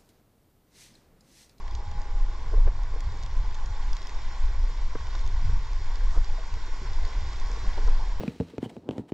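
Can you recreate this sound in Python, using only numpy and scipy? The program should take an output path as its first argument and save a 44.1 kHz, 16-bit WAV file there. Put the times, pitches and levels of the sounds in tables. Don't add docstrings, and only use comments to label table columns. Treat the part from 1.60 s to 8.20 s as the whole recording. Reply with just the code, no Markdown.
import sys
import numpy as np
from scipy import signal
from scipy.fft import rfft, irfft, next_fast_len
from scipy.io import wavfile
from scipy.ndimage import uniform_filter1d, map_coordinates

SR = 44100
rng = np.random.default_rng(int(sys.argv[2]) if len(sys.argv) > 2 else 0)


def wrap_up_sound(samples):
    columns = np.atleast_2d(samples).T
    tamed = np.clip(columns, -1, 1)
    steps = np.round(tamed * 32767).astype(np.int16)
    wavfile.write(sys.argv[1], SR, steps)


def amplitude_ratio(level_db):
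    exponent = np.asarray(level_db, float) / 20
    return 10 ** exponent


N = 291060


def unit(x):
    return x / np.sqrt(np.mean(x ** 2) + 1e-20)


def along(points, hz):
    f, v = np.transpose(points)
    return np.interp(np.log(hz + 1), np.log(f + 1), v)


def curves(rows):
    s, *cols = np.transpose(rows)
    return [np.interp(np.arange(N) / SR, s, c) for c in cols]


def wobble(rate_hz):
    s = np.arange(0, N + 64, 64) / SR
    knots = rng.standard_normal(1000)
    return np.interp(np.arange(N) / SR, s, map_coordinates(knots, [s * rate_hz]))


def filtered(x, response):
    m = next_fast_len(N + SR // 2)
    return irfft(rfft(x, m) * response(np.fft.rfftfreq(m, 1 / SR)), m)[..., :N]


def swells(rows, lull_db):
    t = np.arange(0, N + 64, 64) / SR
    gain = amplitude_ratio(lull_db) + sum(amplitude_ratio(db) * np.exp(-((t - s) / half_s) ** 2) for s, db, half_s in rows)
    return np.interp(np.arange(N) / SR, t, gain)


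def lumps(spectrum, even):
    colour = lambda hz: amplitude_ratio(along(spectrum, hz))
    noise = unit(filtered(rng.standard_normal(N), colour))
    envelope = np.abs(signal.hilbert(noise, next_fast_len(N))[:N]) + 0.064
    return unit(filtered(noise / envelope ** np.clip(even, 0, 1), lambda hz: colour(hz) ** 0.5))


def wind():
    # pitch_hz, density_db_per_hz
    slow_spectrum = [(4.7, -51), (8.0, -0.5), (27, -4), (36, -10), (50, -14), (65, -30), (110, -120)]
    quick_spectrum = [(25, -17), (42, -2), (95, -13.5), (120, -37.5), (210, -120)]
    small_spectrum = [(52, -28.5), (88, -1.5), (145, -10.5), (240, -18.5), (310, -54), (530, -120)]
    # peak_s, peak_db, half_length_s
    slow_gusts = [(0.39, -27.5, 0.016), (0.59, -27.5, 0.077), (1.01, -27, 0.15), (1.23, -22, 0.027),
                  (1.36, -21.5, 0.044), (1.79, -20, 0.036), (1.9, -19.5, 0.012), (2.03, -25.5, 0.043),
                  (2.21, -29, 0.057), (2.32, -18, 0.031), (2.56, -26, 0.029), (2.67, -26, 0.025),
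                  (2.85, -18, 0.046), (3.03, -20.5, 0.061), (3.24, -23.5, 0.075), (3.75, -24.0, 0.22),
                  (3.97, -24, 0.025), (4.16, -27, 0.039), (4.3, -26.5, 0.076), (4.47, -23, 0.079),
                  (4.59, -14.5, 0.03), (4.71, -22, 0.03), (4.81, -32.5, 0.092), (5.04, -28.5, 0.02),
                  (5.14, -25, 0.038), (5.38, -22.5, 0.072), (5.58, -24, 0.03), (5.83, -24.5, 0.059),
                  (5.93, -31, 0.03), (6.09, -20, 0.017), (6.29, -16.5, 0.096), (6.48, -30, 0.12)]
    quick_gusts = [(0.16, -34.5, 0.038), (0.28, -35.5, 0.026), (0.54, -39, 0.025), (0.85, -49, 0.12),
                   (0.98, -21.5, 0.026), (1.07, -25.5, 0.035), (1.47, -26, 0.02), (1.65, -43, 0.029),
                   (1.76, -33, 0.053), (1.85, -33, 0.041), (2.11, -41, 0.055), (2.28, -37, 0.048),
                   (2.35, -51, 0.02), (2.59, -57, 0.049), (2.86, -36, 0.06), (3.02, -32.5, 0.073),
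                   (3.44, -36, 0.056), (3.59, -42, 0.025), (3.66, -42, 0.027), (3.76, -30, 0.03),
                   (3.9, -28.5, 0.049), (4.06, -44, 0.033), (4.12, -35, 0.016), (4.19, -32, 0.031),
                   (4.5, -41.5, 0.14), (4.61, -29, 0.016), (4.7, -44, 0.036), (4.78, -51, 0.017),
                   (4.95, -39, 0.03), (5.31, -32, 0.018), (5.44, -31.5, 0.034), (5.59, -46, 0.052),
                   (5.71, -37, 0.086), (6.05, -39, 0.067), (6.15, -44, 0.022), (6.26, -42, 0.058),
                   (6.49, -44, 0.062)]
    small_gusts = [(.15, -54, .04), (0.24, -54, 0.034), (0.36, -46, 0.04), (0.45, -58, 0.037),
                   (0.98, -46, 0.12), (1.15, -50, 0.027), (1.26, -54, 0.062), (1.36, -48, 0.065),
                   (1.5, -49, 0.066), (1.65, -48, 0.028), (1.8, -45.5, 0.072), (2.06, -45, 0.027),
                   (2.15, -62, 0.025), (2.34, -50, 0.028), (2.42, -67, 0.019), (2.56, -61, 0.035),
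                   (2.67, -47, 0.028), (2.86, -61, 0.051), (3.04, -55, 0.024), (3.12, -47, 0.039),
                   (3.23, -56, 0.022), (3.37, -49, 0.029), (3.53, -61, 0.052), (3.69, -50.5, 0.065),
                   (3.9, -37.5, 0.079), (4.0, -49, .02), (4.2, -46, 0.031), (4.48, -52.5, 0.082),
                   (4.61, -52.0, 0.067), (4.72, -57, 0.027), (5.22, -49.5, 0.053), (5.64, -54.5, 0.094),
                   (5.86, -53, 0.036), (6.07, -48, 0.024), (6.17, -49, 0.027), (6.26, -46, 0.043),
                   (6.38, -50, 0.034)]
    # peak_s, peak_db, half_length_s
    last_pull = [
        (6.602, -18, .014),
    ]
    slow_lull_db, quick_lull_db, small_lull_db = -31.5, -40.5, -55
    lean_db, apart_db = -38, -39.5
    ride_share = 0.25

    eddy = wobble(16)
    push = amplitude_ratio(.6 * eddy) * lumps(slow_spectrum, even=1.0)
    slow = swells(slow_gusts, slow_lull_db) * push
    quick_gain = swells(quick_gusts, quick_lull_db) * amplitude_ratio(0.48 * eddy)
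    quick = lumps(quick_spectrum, even=1.0)
    small_gain = swells(small_gusts, small_lull_db) * amplitude_ratio(2.5 * eddy)
    small = lumps(small_spectrum, even=0.67)

    ride = 1 + ride_share * (np.abs(unit(push)) - 1)
    both = slow + ride * (quick_gain * quick + small_gain * small)
    both = both + rocking() - swells(last_pull, -120)
    apart = amplitude_ratio(lean_db) * slow
    apart = apart + amplitude_ratio(apart_db) * (quick_gain * quick[::-1] + small_gain * small[::-1])
    return np.array([both + apart, both - apart])


def rocking():
    # peak_s, peak_db, half_length_s, pitch_hz
    swings = [(0.047, -32.5, 0.034, 31), (0.609, -17, 0.091, 27.5), (1.017, -11, 0.082, 26.3),
              (1.453, -33, .05, 36.1), (1.852, -23.5, 0.073, 30.1), (3.649, -28.5, 0.079, 29.7),
              (3.948, -21.5, 0.077, 33.3), (4.45, -19.5, .06, 30.7), (4.947, -23, 0.034, 28),
              (5.446, -25, .05, 27.7), (6.555, -24.5, .05, 28.8)]
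    t = np.arange(N) / SR
    return sum(swells([row], -120) * np.sin(2 * np.pi * hz * (t - row[0])) for *row, hz in swings)


def wind_note():
    # peak_s, peak_db, half_length_s, pitch_hz
    notes_sung = [(.05, -55, .1, 827), (.22, -56, .1, 827), (.39, -51, .07, 827), (.57, -53.5, .11, 827),
                  (.72, -55, .05, 827), (.8, -58, .04, 808), (1.21, -55, .05, 826), (1.4, -60, .1, 832),
                  (1.55, -57, .04, 795), (1.68, -59, .07, 822), (1.79, -58, .05, 840), (2.0, -58, .08, 848),
                  (2.14, -54, .05, 852), (2.22, -58, .04, 835), (2.33, -54, .05, 842)]
    waver_db, waver_hz = 1.8, 4
    t = np.arange(N) / SR
    cycles = np.cumsum(waver_hz * wobble(9)) / SR
    tones = [swells([row], -120) * np.sin(2 * np.pi * (hz * t + cycles)) for *row, hz in notes_sung]
    return np.sqrt(2) * amplitude_ratio(waver_db * wobble(5.9)) * sum(tones)


def knocks():
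    # start_s, peak_db, ring_hz, upper_ring_db, t60_s
    jolts = [(0.938, -33.5, 440, -11, 0.05), (.974, -42, 495, -24, 0.061), (1.067, -38, 360, -10, 0.03),
             (1.074, -35.5, 416, -12, 0.035), (1.337, -42, 457, -17, 0.032), (1.36, -39, 466, -10, 0.033),
             (3.041, -47, 353, -12, 0.016), (3.095, -47, 360, 1, 0.015), (3.353, -28.5, 458, -3.5, 0.026),
             (3.547, -55, 524, 11, 0.019), (3.892, -45.5, 435, 2, 0.045), (4.78, -45, 650, -11, 0.099),
             (4.969, -44, 450, 3, 0.026), (5.217, -52, 373, -15, 0.029), (5.235, -62, 417, -12, 0.035),
             (5.971, -42.5, 460, -20, 0.037), (6.179, -46, 434, -4, 0.034), (6.274, -42, 438, -4, 0.081)]
    # pitch_hz, level_db
    upper_modes = [(780, -25), (1020, -6.5), (1250, -11), (1560, -9)]
    build_s = 0.0017
    out, rattle, t = np.zeros(N + SR), np.zeros(N + SR), np.arange(SR // 10) / SR
    for s, db, hz, upper_db, t60_s in jolts:
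        ring = np.sin(2 * np.pi * hz * t) + 0.34 * np.sin(2 * np.pi * 0.752 * hz * t)
        for mode_hz, mode_db in upper_modes:
            phase = rng.uniform(0, 2 * np.pi)
            ring += amplitude_ratio(upper_db + mode_db) * np.sin(2 * np.pi * mode_hz * t + phase)
        shape = amplitude_ratio(db + 8.5 - 60 * t / max(t60_s, .005)) * (1 - np.exp(-(t / build_s) ** 2))
        start = round(s * SR)
        out[start:][:len(t)] += shape * ring
        rattle[start:][:len(t)] += shape * rng.standard_normal(len(t))
    clamp = lambda hz: 1 / (1 + (110 / (hz + 1)) ** 2) / (1 + (hz / 1150) ** 6)
    return out[:N] + amplitude_ratio(1.5) * filtered(rattle[:N], clamp)


def ticks():
    # start_s, peak_db, centre_hz, top_db
    cracks = [(0.08, -38.5, 3280, -29.5), (0.111, -39.5, 3560, -24), (0.151, -32, 4730, -35),
              (0.3145, -40, 3480, -33), (1.4057, -34, 3300, -26.5), (1.4676, -46, 3330, -36.5),
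              (1.573, -42.5, 5500, -31), (1.6343, -31.5, 4640, -35), (1.662, -33.5, 3300, -32.5),
              (1.945, -32, 3600, -41), (1.9517, -34, 3500, -37), (2.0598, -35.5, 5330, -26.5),
              (2.331, -30, 5100, -39), (2.368, -30, 4240, -33.5), (2.4186, -34, 3770, -34),
              (2.471, -34, 5170, -25.5), (2.494, -34.5, 4800, -37), (3.553, -34, 3520, -49),
              (3.593, -36.5, 3500, -37), (3.676, -33, 3420, -36.5), (3.664, -36, 3470, -46),
              (4.357, -35.5, 4800, -48), (4.645, -35, 4800, -44), (5.333, -37.5, 3880, -44),
              (5.4517, -34, 3700, -52), (5.733, -34.5, 3700, -32.5), (5.799, -37, 5030, -32),
              (5.871, -40, 4630, -43), (5.915, -34, 4900, -44.5), (6.275, -35.5, 4800, -46.5)]
    # start_s, peak_db
    faint_drops = [(.4175, -40), (1.234, -41.5), (1.522, -45), (1.589, -48.5), (1.627, -40), (1.78, -46),
                   (1.882, -49), (2.354, -46), (2.428, -37.5), (2.634, -42.5), (2.722, -40), (3.398, -45),
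                   (3.47, -41.5), (3.939, -44.5), (4.071, -43), (4.132, -40), (4.94, -37)]
    drop_hz, drop_top_db = 4800, -33.5
    out, edge, t = np.zeros(N + SR), np.zeros(N + SR), np.arange(SR // 100) / SR
    for s, db, hz, top_db in cracks + [(s, db, drop_hz, drop_top_db) for s, db in faint_drops]:
        crack = rng.standard_normal((2, len(t)))
        crack[:, 2] = 2.2
        broad = signal.lfilter(*signal.iirpeak(1.06 * hz, 1.1, SR), crack[0])
        ring = 0.44 * np.sin(2 * np.pi * hz * t) + 1.02 * broad + 0.5 * crack[0]
        shape = amplitude_ratio(db - 60 * t / 0.011) * (1 - np.exp(-t / .00005))
        start = round(s * SR)
        out[start:][:len(t)] += shape * ring
        edge[start:][:len(t)] += shape * amplitude_ratio(top_db + 13.0) * crack[1]
    body = filtered(out[:N], lambda hz: 1 / (1 + (2600 / (hz + 1)) ** 4) / (1 + (hz / 7400) ** 16))
    return body + filtered(edge[:N], lambda hz: (hz > 8300) / (1 + (hz / 13600) ** 30))


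def splashes():
    # peak_s, peak_db, length_s, low_hz, high_hz
    slaps = [(0.936, -40.5, 0.007, 250, 1050), (1.078, -44.5, 0.012, 231, 1700),
             (1.339, -56, 0.049, 295, 1760), (2.495, -50, 0.0015, 1200, 2980),
             (3.031, -50, 0.0017, 120, 604), (3.102, -50, 0.0022, 120, 596),
             (3.355, -41, 0.0043, 120, 1680), (3.556, -48, 0.007, 400, 1490), (4.571, -40, 0.01, 223, 547),
             (4.561, -45, 0.032, 590, 1420), (4.545, -58, 0.076, 3300, 7340),
             (5.226, -48, 0.0085, 148, 490), (6.183, -38, 0.0089, 302, 846),
             (6.287, -46.5, 0.02, 298, 1300), (6.422, -47, 0.042, 740, 1010)]
    out, t = np.zeros(N + SR), np.arange(-SR // 8, SR // 8) / SR
    for s, db, length_s, low_hz, high_hz in slaps:
        band = signal.butter(3, [low_hz, high_hz], "band", fs=SR, output="sos")
        slap = unit(signal.sosfilt(band, rng.standard_normal(len(t))))
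        out[round(s * SR) - SR // 8:][:len(t)] += amplitude_ratio(db) * np.exp(-(t / length_s) ** 2) * slap
    return out[:N]


def plops():
    # start_s, peak_db, pitch_hz, life_s
    short_tones = [(0.0796, -43, 1890, 0.0026), (0.917, -45, 450, 0.016), (0.937, -40, 970, 0.0079),
                   (1.073, -41, 550, 0.014), (1.082, -41.5, 640, .009), (1.405, -48, 1880, 0.0024),
                   (1.4055, -47, 6900, 0.0016), (2.3675, -41, 1980, .002), (2.368, -36, 3660, 0.0014),
                   (2.494, -40, 1880, 0.0026), (2.753, -46, 1800, .003), (3.032, -51, 190, 0.0045),
                   (3.034, -48, 440, .006), (3.097, -46, 406, 0.0051), (3.66, -49.5, 366, 0.026),
                   (3.693, -47, 373, 0.017), (4.2, -53.5, 372, 0.025), (4.41, -51, 464, 0.028),
                   (1.54, -49, 290, 0.015), (6.1785, -43, 880, .006), (3.096, -50, 190, 0.0038),
                   (3.354, -33.5, 200, 0.0061), (3.354, -45, 765, .005), (1.072, -39.5, 304, 0.011),
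                   (3.408, -45, 1490, 0.0066), (3.549, -39, 1000, 0.0047), (3.5495, -44, 616, 0.0053),
                   (3.5517, -44, 1350, .004), (3.552, -38, 3420, 0.0027), (4.408, -43, 1540, 0.0051),
                   (4.528, -45, 977, .025), (4.686, -45, 750, 0.015), (5.216, -39, 197, 0.0057),
                   (5.217, -45, 395, 0.0091), (5.228, -45, 365, 0.027), (5.121, -70, 11200, .001),
                   (2.3535, -68, 10800, .001), (5.7995, -70, 13200, .001), (5.27, -44, 930, 0.014),
                   (5.448, -48, 1810, 0.0028), (5.639, -51, 320, 0.013), (5.898, -44, 406, 0.0099),
                   (6.178, -37, 570, 0.0075), (6.19, -43, 400, .012), (6.283, -49, 450, 0.0088),
                   (6.402, -42, 860, 0.0071), (6.42, -45, 874, 0.011)]
    rise = 0.13
    out, t = np.zeros(N + SR), np.arange(SR // 8) / SR
    for s, db, hz, life_s in short_tones:
        u = t / max(life_s, .001)
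        tone = np.sin(2 * np.pi * hz * t * (1 + rise * u / 2))
        out[round(s * SR):][:len(t)] += amplitude_ratio(db) * 3 * np.e * u * np.exp(-3 * u) * tone
    return out[:N]


def patchy(patchy_db):
    z = signal.stft(rng.standard_normal((2, N)), nperseg=512)[2]
    field = uniform_filter1d(rng.standard_normal(z.shape[1:]), size=5, axis=0)
    field = uniform_filter1d(field, size=8, axis=1)
    return signal.istft(z * amplitude_ratio(patchy_db * unit(field)), nperseg=512)[1][:, :N]


def bubbles(count, centre_hz, spread, cycles, scatter_db, rise, size):
    draw, t = rng.random((count, 2)), np.arange(size) / SR
    hz = np.clip(centre_hz * np.exp(spread * rng.standard_normal((count, 1))), 150, 9000)
    life = t * hz / cycles
    tone = np.sin(2 * np.pi * hz * t * (1 + rise * life / 2)) * life * np.exp(-2 * life)
    strength = amplitude_ratio(-scatter_db * np.log(1.05 - draw[:, 1:]))
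    at = (draw[:, :1] * N).astype(int) + np.arange(len(t))
    return unit(np.bincount(at.ravel(), (strength * tone).ravel(), minlength=N)[:N])


def water(spectrum, patchy_db, grains, grain_db):
    pair = unit(patchy(patchy_db))
    pair = pair + amplitude_ratio(grain_db) * np.array([grains, np.roll(grains, N // 2)])
    return unit(filtered(pair, lambda hz: amplitude_ratio(along(spectrum, hz))))


def stream():
    # time_s, loudness_db, churn_db
    flow = [(0.0, -56, 1), (0.92, -53.5, 2), (1.12, -54.5, 1), (2.63, -50, -0.5), (3.25, -52, -1.5),
            (3.47, -50.5, -2), (4.94, -50, -1), (5.39, -48.5, 1), (6.25, -47, 2), (6.4, -49, 2),
            (6.6, -51.5, -1.5)]
    # pitch_hz, density_db_per_hz
    gurgle_spectrum = [(110, -17.5), (180, -2.5), (241, -4), (456, -3), (533, -5), (747, -6), (800, 2),
                       (1040, -33), (1760, -120)]
    rush_spectrum = [(410, -31.5), (700, -7), (764, -11.5), (863, -0.5), (1050, 2), (1110, 1), (1270, -13),
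                     (1450, -4.5), (1760, -9), (1920, -6), (2260, -9), (2800, -23), (3640, -35.5),
                     (6160, -120)]
    spray_spectrum = [(1410, -8.5), (2400, -6.5), (2840, -6.5), (3350, -2), (3970, -4.5), (5600, -4.5),
                      (6200, -10.5), (7310, -9.5), (8520, -27), (11100, -52.5), (18700, -120)]
    mist_spectrum = [(7500, -35), (8600, -1.5), (9500, -5), (10300, -9.5), (12500, -17.5), (13600, -28.5),
                     (14500, -54.5)]
    flow_db, churn_db = curves(flow)
    near_db = flow_db + 52
    surge_db = 0.35 * wobble(9.8)

    grains = bubbles(600, centre_hz=450, spread=0.386, cycles=3.3, scatter_db=0.5, rise=0.32, size=600)
    gurgle = water(gurgle_spectrum, 1.6, grains, -21.0)
    grains = bubbles(2000, centre_hz=1300, spread=0.445, cycles=3.98, scatter_db=1.0, rise=0.29, size=300)
    rush = water(rush_spectrum, 1.0, grains, -14.5)
    grains = bubbles(3000, centre_hz=4650, spread=.4, cycles=2.47, scatter_db=4.5, rise=0.19, size=120)
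    spray = water(spray_spectrum, 1.3, grains, -14.0)
    grains = bubbles(600, centre_hz=8500, spread=.2, cycles=0.95, scatter_db=0.5, rise=.1, size=40)
    mist = amplitude_ratio(1.2 * wobble(6.2)) * water(mist_spectrum, 2.2, grains, -12.5)

    rush = rush + (amplitude_ratio(0.55 * near_db) - 1) * filtered(rush, lambda hz: hz > 1270)
    out = amplitude_ratio(-55 + 0.47 * near_db + churn_db + surge_db) * gurgle
    out = out + amplitude_ratio(-49.5 + 0.25 * near_db + 0.32 * churn_db + surge_db) * rush
    return out + amplitude_ratio(-54.5 + 0.94 * near_db + surge_db) * (spray + amplitude_ratio(-26.5) * mist)


def ports(pair):
    # pitch_hz, likeness, left_lead_rad, left_minus_right_db
    port_table = [(250, .992, 0, 0), (700, .997, 0, 0), (1050, .98, .1, 0), (1350, .55, -.2, -2.2),
                  (1720, .88, -.6, -1.7), (2400, .95, -.2, 0), (2800, .91, -.1, 0), (3150, .64, -.4, 0),
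                  (3700, .75, -1, 0), (4800, .81, -.6, -3.2), (5600, .91, -.1, -2), (7200, .92, 0, 0),
                  (8300, -.2, 0, .5), (9800, -.3, 0, 0), (12500, .58, 0, 0)]
    column = lambda k, hz: along(np.array(port_table)[:, [0, k]], hz)
    turn = lambda hz: np.arccos(column(1, hz)) / 2
    mid, side = filtered(pair, lambda hz: np.array([np.cos(turn(hz)), np.sin(turn(hz))]))
    half = lambda hz: amplitude_ratio(column(3, hz) / 2) * np.exp(.5j * column(2, hz))
    return filtered(np.array([mid + side, mid - side]), lambda hz: np.array([half(hz), 1 / half(hz)]))


def narrowed(pair):
    # pitch_hz, early_share, later_share
    kept_share = [(40, .06, .7), (170, .06, .4), (300, .2, .38), (550, .08, .22), (850, .22, .5),
                  (1000, .85, 1), (1950, 1, 1), (2000, .5, .55), (2900, .5, .55), (2950, 1, 1),
                  (5700, 1, 1), (5800, 1, .3), (7800, 1, .3), (7900, .8, .7)]
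    # low_hz, high_hz
    whole_bands = [(0, 170), (2000, 2400), (2400, 2950), (5750, 6800), (6800, 7900)]
    change_s = 2.65
    top_hz, top_span_hz, hole_share = 10000, 3750, .8
    mid_side = np.array([pair[0] + pair[1], pair[0] - pair[1]]) / 2
    hz, t, (mid, side) = signal.stft(mid_side, SR, nperseg=2048)
    early, later = (along(np.array(kept_share)[:, [0, k]], hz)[:, None] for k in (1, 2))

    chance = rng.random((len(hz) // 4 + 1, len(t) // 2 + 1))
    chance = np.repeat(np.repeat(chance, 4, 0), 2, 1)[:len(hz), :len(t)]
    for low_hz, high_hz in whole_bands:
        draws = np.repeat(chance[hz >= low_hz][0], 1 + (low_hz > 0))[:len(t)]
        chance[(hz >= low_hz) & (hz < high_hz)] = draws
    side = side * (chance < np.where(t < change_s, early, later)) / np.sqrt((early + 2 * later) / 3)

    ceiling_hz = top_hz + top_span_hz * (1 - rng.random(len(t)) ** 6)
    holes = np.repeat(rng.random((len(hz) // 10 + 1, len(t))), 10, 0)[:len(hz)]
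    holes = holes < hole_share * chance[-1] ** 2
    top = (hz[:, None] < .93 * top_hz) | ((hz[:, None] < ceiling_hz) & ~holes)
    mid, side = signal.istft(top * np.array([mid, side]), SR, nperseg=2048)[1][:, :N]
    return np.array([mid + side, mid - side])


def scene():
    near = knocks() + splashes() + ticks() + wind_note() + plops()
    return ports(stream() + near * [[1], [.3]]) + wind()


def roll_off(x):
    return signal.sosfilt(signal.butter(12, 13780, fs=SR, output="sos"), x)


def record(dry):
    return roll_off(narrowed(dry))


dry = scene()
out = record(dry)
wrap_up_sound(out)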